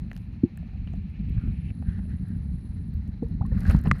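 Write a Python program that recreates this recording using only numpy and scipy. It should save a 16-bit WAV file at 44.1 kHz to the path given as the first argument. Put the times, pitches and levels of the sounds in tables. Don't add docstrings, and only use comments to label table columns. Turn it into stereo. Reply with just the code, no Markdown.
import sys
import numpy as np
from scipy import signal
from scipy.fft import rfft, irfft
from scipy.io import wavfile

SR = 44100
rng = np.random.default_rng(int(sys.argv[2]) if len(sys.argv) > 2 else 0)


def inscribe(sig):
    pcm = np.round(np.clip(np.atleast_2d(sig).T, -1, 1) * 32767)
    wavfile.write(sys.argv[1], SR, pcm.astype(np.int16))


def volts_from_decibels(level):
    exponent = np.asarray(level, float) / 20
    return 10 ** exponent


N = 176400

# t/s, level/dB
FLOW_DB = [(0, -35.5), (.11, -37.5), (.79, -36.5), (.96, -34.5), (1.14, -38.5), (1.21, -31), (1.45, -31.5),
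           (1.71, -35), (1.86, -31), (2.55, -35), (3.36, -31.5), (3.63, -26), (3.76, -23), (3.82, -35),
           (3.92, -22), (4, -33.5)]
# f/Hz, density/dB per Hz
RUMBLE_SPECTRUM = [(18, -27.5), (30, -8), (43, 2), (72, 3), (125, -6), (175, -3), (215, -7.5), (310, -28),
                   (520, -43.5), (700, -79)]
# t/s, peak level/dB, f/Hz
BUMPS = [(0.434, -12.5, 96.4), (0.434, -0.5, 252.3), (1.198, -21, 170), (1.364, -13.5, 92),
         (1.379, -15.5, 68), (1.475, -14, 178), (2.233, -18, 129), (2.302, -17.5, 188), (2.968, -18.5, 74),
         (3.088, -19, 173), (3.222, -12.5, 244), (3.408, -12, 96), (3.52, -16.5, 106.6),
         (3.688, -13.5, 165), (3.705, -15, 59), (3.746, -1, 162), (3.871, -5, 167), (3.913, -10, 147.6)]
# t/s, peak level/dB, f/Hz
KNOCKS = [(0.115, -28.5, 2130), (0.13, -39, 1750), (0.164, -38, 1740), (0.178, -44, 764),
          (0.575, -35.5, 1780), (0.143, -44, 3700), (0.628, -41.5, 680), (0.735, -45.5, 770),
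          (0.754, -43, 759), (0.874, -32, 2850), (0.937, -35, 706), (1.378, -37, 1700), (1.704, -38, 2400),
          (1.825, -38, 790), (1.991, -38, 830), (2.053, -46.5, 604), (1.478, -45, 700), (3.226, -47.5, 840),
          (3.584, -40, 1720), (3.636, -39, 1090), (3.674, -42, 1870), (3.684, -36.5, 1940),
          (3.702, -23.5, 1470), (3.708, -21, 1260), (3.721, -31, 1970), (3.727, -58, 1050),
          (3.737, -34, 1900), (3.654, -22, 1650), (3.699, -21, 2130), (3.748, -17.5, 920),
          (3.852, -31, 1800), (3.858, -23, 784), (3.862, -23, 983), (3.872, -23, 1000), (3.879, -41, 1050),
          (3.887, -32, 895), (3.894, -45, 1750), (3.970, -38, 1800), (3.991, -37, 2000)]
# t/s, peak level/dB, f/Hz, glide/octaves per s, t60/s
BUBBLES = [(.441, -15, 340, 0.1, 0.065), (.460, -52, 780, 0.61, .1), (3.224, -25.5, 516, 140, .03),
           (3.227, -22.5, 458, 0.46, 0.067), (3.264, -42.5, 900, 9.4, 0.027), (3.410, -19, 730, 72, 0.03),
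           (3.425, -30, 780, 1.4, 0.07), (3.45, -34.5, 1025, 8, 0.048), (3.454, -52, 1830, 0.35, 0.052),
           (3.517, -32.5, 500, 5.5, 0.046), (3.519, -44, 870, 14, 0.069), (3.516, -47, 1800, 0.36, 0.08),
           (3.845, -27, 384, 2.8, 0.032), (3.864, -23.5, 414, 3, 0.042)]
# f/Hz, level/dB, t60/s
CRACK_MODES = [(1170, 7, 0.013), (2100, 12, 0.010), (620, -3, .008), (3560, -24, .005)]
# t/s, level/dB
WASH_DB = [
    (3.45, -71.5),
    (3.58, -54),
    (3.645, -55),
    (3.66, -46),
    (3.71, -42),
    (3.77, -51),
    (3.825, -62),
    (3.865, -46),
    (3.905, -62.5),
    (3.96, -55.5),
]
# f/Hz, density/dB per Hz
WASH_SPECTRUM = [(400, 2.5), (900, -4.5), (2100, 1), (3200, -26.5), (5000, -25), (7800, -40.5),
                 (11000, -27.5), (15500, -50.5)]
# t/s, bright peak level/dB, dull part re bright/dB
TICKS = [(0.1152, -49.5, 4), (0.1315, -54, 9.5), (0.1532, -54.5, 0), (0.165, -44, 9), (0.1763, -49, 11),
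         (0.5738, -43, -5.5), (0.2157, -63, 5), (0.2577, -69.5, 2), (0.7353, -67, 8), (0.872, -64, 12),
         (0.9065, -68, 14), (0.9344, -60, 14), (0.9557, -55, 3), (1.1027, -68, 2), (1.2964, -54.5, 3),
         (1.3887, -63, 12), (1.4733, -61, -8), (1.8208, -54.5, -1), (1.3483, -65, 17.5), (2.2853, -51, -2),
         (2.366, -54, 0), (2.9398, -50.5, -4.5), (3.0769, -56, 9), (3.039, -63, -3.5), (3.235, -56.5, 2),
         (3.2856, -57.5, 11), (3.4639, -46.5, 3), (3.5847, -55.5, 3), (3.606, -43, 5.5), (3.634, -44, 3.5),
         (3.6106, -46.5, 4), (3.6507, -49, 4.5), (3.667, -47, 12.5), (3.68, -44.5, 0.5), (3.698, -34, 9),
         (3.713, -38.5, 5), (3.722, -44.5, 6), (3.7298, -44.5, -1), (3.7655, -51.5, 17),
         (3.7904, -50, 13.5), (3.8138, -49, -3), (3.839, -44, 4), (3.863, -59, 8), (3.93, -62, 10),
         (3.9523, -55, 10), (3.991, -53.5, 10)]
# f/Hz, width/Hz, level re plain path/dB
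SHELL_MODES = [(780, 200, 4.5), (1800, 110, 2), (4080, 420, 11), (10400, 5200, -2)]
# f/Hz, width/Hz, level/dB
SEEP_MODES = [(1776, 57, 1.5), (2293, 337, 7.5), (2470, 254, -8)]
# t/s, level/dB
SEEP_DB = [
    (0, -70),
    (.9, -65.5),
    (1.7, -59.5),
]
# start t/s, length/s, level/dB, f/Hz
RUBS = [
    (1.318, 0.23, -62.5, 1280),
    (1.787, 0.29, -60, 1640),
    (2.065, 0.11, -60.5, 1730),
    (2.194, 0.21, -65.5, 1650),
]
# start t/s, length/s, level re still air/dB
FIZZ_SWELLS = [
    (0, 0.093, 6),
    (0.092, .2, 9),
    (0.554, 0.088, 5),
    (0.853, 0.16, 5),
    (1.094, 0.054, 4),
    (1.278, 0.27, 7.5),
    (1.508, 1.9, 4),
    (3.017, 0.13, 3),
    (3.204, 0.19, 8.5),
    (3.423, 0.18, 8),
]
# f/Hz, density/dB per Hz
HISS_SPECTRUM = [(350, -6), (900, -7.5), (1500, -13), (2200, -4), (3200, -25.5), (4500, -27.5), (5500, -33),
                 (6600, -33.5), (7600, -51), (15500, -46)]
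# t/s, level/dB
SONG_DB = [
    (1.509, -84),
    (1.6, -80),
    (2.851, -79),
    (2.911, -79),
]
INSECT_BAND_HZ = [9500, 11100]
# f/Hz, level/dB
PORT_TILT_DB = [(100, -.1), (300, -.9), (520, -1), (700, 5.0), (1500, 6.5), (2500, 3), (3300, 7), (5500, 7),
                (7500, 3), (10000, -7.0), (13000, -1.5)]
# f/Hz, level/dB
PORT_OWN_DB = [(30, -26), (150, -15), (400, -7), (700, -1), (1400, 0), (2300, -4), (3300, 5), (10000, 6)]


def table(rows, at, log=False):
    x, y = np.transpose(rows)[:2]
    return np.interp(np.log(at + 1), np.log(x + 1), y) if log else np.interp(at, x, y)


def clock():
    return np.arange(N) / SR


def rms_one(x):
    return x / np.sqrt(np.mean(x ** 2) + 1e-20)


def band(x, order, edges_hz):
    sos = signal.butter(order, edges_hz, "band", fs=SR, output="sos")
    return signal.sosfilt(sos, x + 1e-18)


def drift(rate_hz):
    r = np.exp(-80 * np.pi * rate_hz / SR)
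    white = rng.standard_normal(N // 40 + 2002)
    slow = signal.lfilter([1], [1, -2 * r, r * r], white)[2000:]
    return np.interp(np.arange(N) / 40, np.arange(len(slow)), rms_one(slow))


def peak(x, f_hz, width_hz):
    r = np.exp(-np.pi * width_hz / SR)
    zeros = np.array([1, 0, -1]) * (1 - r * r) / 2
    poles = [1, -2 * r * np.cos(2 * np.pi * f_hz / SR), r * r]
    return signal.lfilter(zeros, poles, x + 1e-18)


def add(out, start_s, level_db, f_hz, t60_s, rise_s=1e-4, glide_oct_s=0.):
    t = np.arange(int(.15 * SR)) / SR
    rise = 1 - np.exp(-(t / rise_s) ** 2)
    burst = np.exp(-(glide_oct_s * t) ** 6)
    phase = 2 * np.pi * np.cumsum(f_hz * 2 ** (glide_oct_s * t)) / SR
    swing = volts_from_decibels(level_db - 60 * t / t60_s) * rise * burst * np.sin(phase)
    i = int(start_s * SR)
    out[..., i:i + len(t)] += swing[..., :N - i]


def coloured(spectrum, together_db, own_db, rate_hz):
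    hz = np.arange(N // 2 + 1) * SR / N
    low_hz, high_hz = spectrum[0][0], spectrum[-1][0]
    mids_hz = low_hz * 2 ** np.arange(0, np.log2(high_hz / low_hz) + .5, .5)
    white = rfft(rng.standard_normal((3, N))) * volts_from_decibels(table(spectrum, hz, True))
    together = drift(rate_hz)
    out = 0
    for mid_hz in mids_hz:
        share = np.cos(np.pi * np.clip(np.log2((hz + 1) / mid_hz), -.5, .5)) ** 2
        flicker_db = together_db * together + own_db * drift(rate_hz * 2)
        out = out + irfft(white * share, N) * volts_from_decibels(flicker_db)
    return rms_one(out)


def grains(per_s, spread_db):
    hit = rng.random(N) < per_s / SR
    size = volts_from_decibels(spread_db * np.minimum(rng.exponential(1, N), 4))
    return hit * size * rng.choice([-1, 1], N)


def shell(x):
    return x + sum((volts_from_decibels(db) - 1) * peak(x, hz, width) for hz, width, db in SHELL_MODES)


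def rumble():
    water = coloured(RUMBLE_SPECTRUM, 2.2, 1.28, 10.9)
    eddies = band(grains(44, 3.4), 4, [55, 220])
    water[0] += volts_from_decibels(-9.5) * rms_one(eddies)
    return volts_from_decibels(table(FLOW_DB, clock()) + 2) * water


def bumps():
    out = np.zeros(N)
    for s, db, hz in BUMPS:
        add(out, s, db - 3 + 11.5, hz, t60_s=2.91 / hz + 0.014, rise_s=0.0048)
    return out


def knocks():
    out = np.zeros(N)
    trim_db = 2
    snap_modes = ((700, -4.0), (1250, -22.5), (2300, -7.0), (4200, -27.0))  # Hz, dB
    for s, db, hz in KNOCKS:
        add(out, s, db + trim_db - 4.0, hz, t60_s=21 / hz, rise_s=.0008)
        for snap_hz, snap_db in snap_modes:
            level_db = db + trim_db + snap_db + rng.normal(0, 3)
            add(out, s, level_db, snap_hz * rng.uniform(0.73, 1.203), t60_s=0.0073, rise_s=.0003)
    return out


def bubbles():
    out = np.zeros(N)
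    for s, db, hz, glide_oct_s, t60_s in BUBBLES:
        add(out, s, db, hz, t60_s, 1.42 / hz, glide_oct_s)
    return out


def crack():
    out = np.zeros(N)
    for hz, db, t60_s in CRACK_MODES:
        add(out, 3.9132, db - 8, hz, t60_s, rise_s=.0009)
    return out


def wash():
    t = clock()
    water = coloured(WASH_SPECTRUM, 2.2, 2.5, 56)
    drops = grains(460, 5.5) * rng.standard_normal((3, N))
    spray = rms_one(band(drops, 2, [8500, 12500]))
    spray = volts_from_decibels(-22) * spray * np.clip((t - 3.56) / 0.014, 0, 1)
    splat = band(grains(900, 4.6), 4, [900, 2300])
    water[0] += volts_from_decibels(-4) * rms_one(splat)
    onset = np.clip((t - WASH_DB[0][0]) / 0.026, 0, 1)
    return volts_from_decibels(table(WASH_DB, t)) * onset * shell(water + spray)


def ticks():
    out = np.zeros((2, N))
    for s, db, dull_db in TICKS:
        modes = ((9700, 4.5), (11200, 11.0), (12000, -6.0), (2400, dull_db),
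                 (3900, dull_db - 3.5), (5600, dull_db - 3.0), (7100, dull_db - 4))
        for row in out:
            for hz, part_db in modes:
                level_db = db - 8.5 + part_db + rng.normal(0, 2.9)
                add(row, s, level_db, hz * rng.uniform(0.84, 1.27), t60_s=14 / hz, rise_s=1 / hz)
    return out


def seep():
    t = clock()
    white = rng.standard_normal((3, N))
    air = sum(volts_from_decibels(db) * peak(peak(white, hz, width), hz, 2 * width) for hz, width, db in SEEP_MODES)
    on = np.clip((1.715 - t) / 0.0056, 0, 1)
    return volts_from_decibels(table(SEEP_DB, t) + 1.5 * drift(30)) * on * rms_one(air)


def rubs():
    t = clock()
    white = rng.standard_normal((3, N))
    out = np.zeros((3, N))
    for s, length_s, db, hz in RUBS:
        stroke = np.sin(np.pi * np.clip((t - s) / length_s, 0, 1)) ** 1.66
        friction = rms_one(peak(peak(white, hz, 560), hz, 870))
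        out += volts_from_decibels(db + 1.1 * drift(40)) * stroke * friction
    return out


def fizz():
    t = clock()
    swell_db = sum(db * np.sin(np.pi * np.clip((t - s) / length_s, 0, 1)) ** .8
                   for s, length_s, db in FIZZ_SWELLS)
    crackle = np.abs(rms_one(grains(300, 5.0)))
    air = rng.standard_normal((3, N)) * (1 + volts_from_decibels(-5.5) * crackle)
    mid_hz, width_hz = 10500, 2500
    air = rms_one(band(air, 3, [mid_hz - width_hz / 2, mid_hz + width_hz / 2]))
    return volts_from_decibels(-86.5 - 8 + swell_db + 1.5 * drift(15)) * air


def hiss():
    return volts_from_decibels(-65) * rms_one(shell(coloured(HISS_SPECTRUM, 1.0, 1.0, 25)))


def insect():
    t = clock()
    rate_hz = 441 * (1 + 0.0016 * drift(4.0) + 0.046 * rng.standard_normal(N))
    turns = np.cumsum(rate_hz) / SR
    clicks = np.diff(np.floor(turns), prepend=0) * volts_from_decibels(4.0 * rng.standard_normal(N))
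    tone = peak(clicks, 10140, 4.0 / 0.0026)
    tone = rms_one(band(tone, 4, INSECT_BAND_HZ))
    on = np.clip(np.minimum(t - SONG_DB[0][0], SONG_DB[-1][0] - t) / 0.017, 0, 1)
    pan_db = -17
    pan = volts_from_decibels(np.array([[pan_db / 2], [-pan_db / 2]]))
    return on * volts_from_decibels(table(SONG_DB, t) + 2.0 * drift(25)) * tone * pan


def ports(rows):
    size = N + 4096
    hz = np.arange(size // 2 + 1) * SR / size
    padded = np.pad(rows, ((0, 0), (2048, 2048)), "reflect", reflect_type="odd")
    shared, left, right = rfft(padded)
    lag_s = 33 / 44100
    lag_rad = (2 * np.pi * lag_s * hz - .9) / (1 + (520 / (hz + 1)) ** 4)
    own = volts_from_decibels(table(PORT_OWN_DB, hz, True))
    pair = np.array([shared + own * left, shared * np.exp(-1j * lag_rad) + own * right])
    tilt = volts_from_decibels(table(PORT_TILT_DB, hz, True) * [[.5], [-.5]])
    return irfft(pair * tilt, size)[:, 2048:-2048]


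def scene():
    rows = rumble() + wash() + seep() + rubs() + fizz() + hiss()
    rows[0] += bumps() + knocks() + bubbles() + crack()
    rows[1:] += ticks()
    return ports(rows) + insect()


def low_pass(x):
    return signal.sosfilt(signal.butter(12, 15800, fs=SR, output="sos"), x)


def record(dry):
    return low_pass(dry)


dry = scene()
out = record(dry)
inscribe(out)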